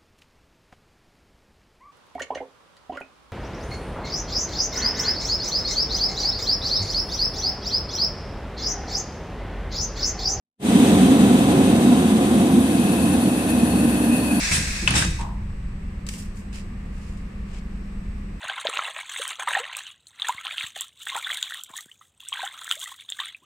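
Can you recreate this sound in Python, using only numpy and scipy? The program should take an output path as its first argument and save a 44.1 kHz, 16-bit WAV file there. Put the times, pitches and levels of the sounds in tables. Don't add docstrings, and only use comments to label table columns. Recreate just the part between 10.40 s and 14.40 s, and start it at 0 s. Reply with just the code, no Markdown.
import sys
import numpy as np
from scipy import signal
from scipy.fft import rfft, irfft
from scipy.io import wavfile

SR = 44100
rng = np.random.default_rng(int(sys.argv[2]) if len(sys.argv) > 2 else 0)


def file_out(sig):
    cols = np.atleast_2d(sig).T
    lim = np.clip(cols, -1, 1)
    pcm = np.round(lim * 32767).astype(np.int16)
    wavfile.write(sys.argv[1], SR, pcm)


N = 176400

# f/Hz, channel correlation
LIKENESS = [(60, 1), (250, 1), (500, 0.98), (900, 0.98), (1400, 0.26), (2000, 0.086), (3000, 0.16),
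            (6000, 0.038)]
# f/Hz, left minus right/dB
AIR_PAN = [(100, 0), (380, -1), (1280, -.5), (2400, 1), (4300, 1.8), (7000, -2), (9000, 5.5), (11500, 5.5),
           (13000, 1)]


def undb(db):
    return 10 ** (np.asarray(db) / 20)


def curve(rows):
    return np.interp(np.arange(N) / SR, *np.array(rows).T)


def bin_hz():
    return np.maximum(np.arange(N // 2 + 1) * SR / N, 1)


def across(rows):
    hz, value = np.array(rows).T
    return np.interp(np.log(bin_hz()), np.log(hz), value)


def waver(rate_hz):
    drift = irfft(rfft(rng.standard_normal(N)) / (1 + (bin_hz() / rate_hz) ** 4), N)
    return (drift - drift.mean()) / drift.std()


def stereo_noise(colour, pan_db, likeness):
    mid, side = rfft(rng.standard_normal((2, N)))
    alike = np.clip(likeness, -.999, .999)
    ears = np.array([[1], [-1]])
    spectrum = np.sqrt(1 + alike) * mid + ears * np.sqrt(1 - alike) * side
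    noise = irfft(colour * spectrum * undb(ears * pan_db / 2), N)
    return noise / noise.std()


def noise_bed(eq, pan):
    return stereo_noise(undb(across(eq)), across(pan), across(LIKENESS))


def room_rumble():
    # f/Hz, level/dB
    rumble_eq = [(20, -34), (45, -23), (58, -9.5), (70, -0.5), (100, -4), (160, -7), (400, -16),
                 (1050, -15.5), (1400, -24.5), (3000, -43)]
    return noise_bed(rumble_eq, AIR_PAN) * undb(-32)


def rubbing():
    # f/Hz, level/dB
    hiss_eq = [(1000, -3), (2500, -8), (4500, -13.5), (6000, -7), (7200, -9), (8800, -8), (9700, 2.5),
               (10600, -0.5), (10950, -5), (11500, -0.5), (12100, -12), (13000, -12), (14800, -10),
               (15500, -19)]
    # f/Hz, left minus right/dB
    hiss_pan = [(2000, 1), (7000, 0.92), (9000, 9.3), (11000, 6.7), (13000, 2)]
    # f/Hz, width/Hz, level/dB, left minus right/dB
    metal_modes = [(1500, 28, -48, 0), (1635, 24, -47.5, 0), (1790, 42, -48, 0), (1945, 40, -54, 0),
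                   (2515, 30, -44.5, 2), (2580, 50, -47, 2), (2665, 22, -44.5, 2), (2870, 60, -55, 2),
                   (4347, 38, -51.5, 2), (4630, 60, -57.5, 2), (7550, 34, -52, -2), (7950, 40, -52.5, 2),
                   (8200, 55, -52, 4), (8570, 55, -49.5, 6), (8915, 50, -48, 6), (9320, 48, -43, 11),
                   (9470, 38, -44.5, 11), (9705, 20, -51.5, 5), (10072, 36, -47, 4), (10702, 36, -51.5, 8),
                   (11514, 32, -51, 3)]
    # t/s, level/dB
    low_swell = [(0.3, -0.5), (2.0, -3), (3.0, 2.5), (4.0, 4)]
    whine_swell = [(0.3, 0), (1.3, 0.5), (1.6, -2), (2.2, 0), (2.45, 4), (2.9, 2), (3.28, 5), (3.4, 2),
                   (3.51, 6.5), (3.59, 3.5), (3.75, 7.5), (3.83, 3.5), (3.91, 8.5), (4.0, 2)]
    ring_swell = [(0.3, -6), (2.0, -2), (2.7, 5.5), (3.15, 4), (3.4, 7.5), (3.65, 1.5), (3.82, 8),
                  (4.0, 12)]
    treble_swell = [(0.2, -16), (1.2, -12), (2.0, -3.5), (2.55, 1.5), (3.2, 1), (4.0, 2.5)]
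    register_edges = [2000, 3500, 5000]
    drives = [undb(curve(swell)) for swell in (low_swell, whine_swell, ring_swell, treble_swell)]
    grip = undb(1.2 * waver(24))
    rub = noise_bed(hiss_eq, hiss_pan) * undb(-35) * drives[-1]
    for hz, width, db, pan_db in metal_modes:
        resonance = 1 / (1 + 1j * (bin_hz() - hz) / width) ** 2
        mode = stereo_noise(resonance, pan_db, likeness=0.12)
        drive = drives[np.searchsorted(register_edges, hz)]
        rub += mode * undb(db + waver(5.6)) * drive
    return rub * grip


def grille_rush(blade_hz):
    # f/Hz, level/dB
    grille_eq = [(600, -6.5), (1300, -0.5), (2000, 0.2), (2900, 1), (3190, 3), (3550, 2.5), (4000, 1.3),
                 (4150, -4.3), (4900, -5.5), (5400, -10.5), (5850, -4), (7000, -6), (8000, -1.5), (8900, 1),
                 (9600, -7), (11500, -9.5), (12500, -11), (13000, -18), (14300, -24), (15500, -41)]
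    fall_db_per_octave = 21.5
    octaves_slowed = np.log2(blade_hz.mean() / blade_hz)
    rush_db = -30.5 - fall_db_per_octave * octaves_slowed + 0.57 * waver(26)
    return noise_bed(grille_eq, AIR_PAN) * undb(rush_db)


def duct_boom():
    # f/Hz, level/dB
    duct_eq = [(20, -54), (35, -42), (52, -28), (70, -18), (88, -13), (115, -16), (140, -10.5), (172, -10),
               (186, -1), (203, -1.5), (238, 0.5), (256, 0), (272, -4), (302, -6), (330, -12.5),
               (420, -17.5), (470, -15), (505, -17.5), (532, -15.5), (570, -21.5), (650, -24.5),
               (685, -16.5), (780, -20), (910, -28.5), (975, -24.5), (1200, -31), (1700, -38),
               (3000, -55.5)]
    # t/s, level/dB
    boom_ebb = [(0.3, 3), (0.52, 5), (0.63, 3), (0.82, 5), (0.92, 3.5), (1.25, 3.5), (1.5, 1.7), (2.0, 1.5),
                (2.25, -0.5), (2.75, -0.5), (3.15, -2), (3.4, -1.2), (4.0, -3.5)]
    boom_db = -15 + curve(boom_ebb) + 0.42 * waver(6.9)
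    return noise_bed(duct_eq, AIR_PAN) * undb(boom_db)


def fan_hum(blade_hz):
    # multiple of the shaft rate, level/dB
    partials = [(2, -39.5), (7, -28), (9, -28), (18, -44.5), (20, -49), (27, -56)]
    # t/s, level/dB
    hum_level = [(0.3, 0.5), (0.85, -5), (1.1, 2), (1.8, 0), (2.7, -1), (3.5, 4.5), (4.0, 2.5)]
    blades = 9
    turns = np.cumsum(blade_hz / blades) / SR
    hum = 0
    for multiple, db in partials:
        phase = 2 * np.pi * (multiple * turns + rng.random()) + 0.39 * waver(4.9)
        hum += np.sqrt(2) * np.sin(phase) * undb(db + 1.5 * waver(6.1))
    return hum * undb(curve(hum_level))


def scene():
    # t/s, f/Hz
    coast = [(0, 421.6), (1, 381.2), (2, 347.7), (3, 318.2), (4, 292.5)]
    blade_hz = curve(coast)
    left, right = fan_hum(blade_hz) + duct_boom() + grille_rush(blade_hz) + room_rumble() + rubbing()
    left_lag_s = 0.0002206
    late_left = irfft(rfft(left) * np.exp(-2j * np.pi * bin_hz() * left_lag_s), N)
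    return np.array([late_left, right])


def record(dry):
    # t/s, level/dB
    fade_in = [(0.17, -87), (0.19, -53), (0.203, -28), (0.22, -19), (0.232, -12), (0.27, -5.5), (0.35, -2)]
    top_hz = 15100
    high_cut = signal.ellip(12, .2, 90, top_hz, fs=SR, output="sos")
    return signal.sosfilt(high_cut, dry * undb(curve(fade_in)))


dry = scene()
out = record(dry)
file_out(out)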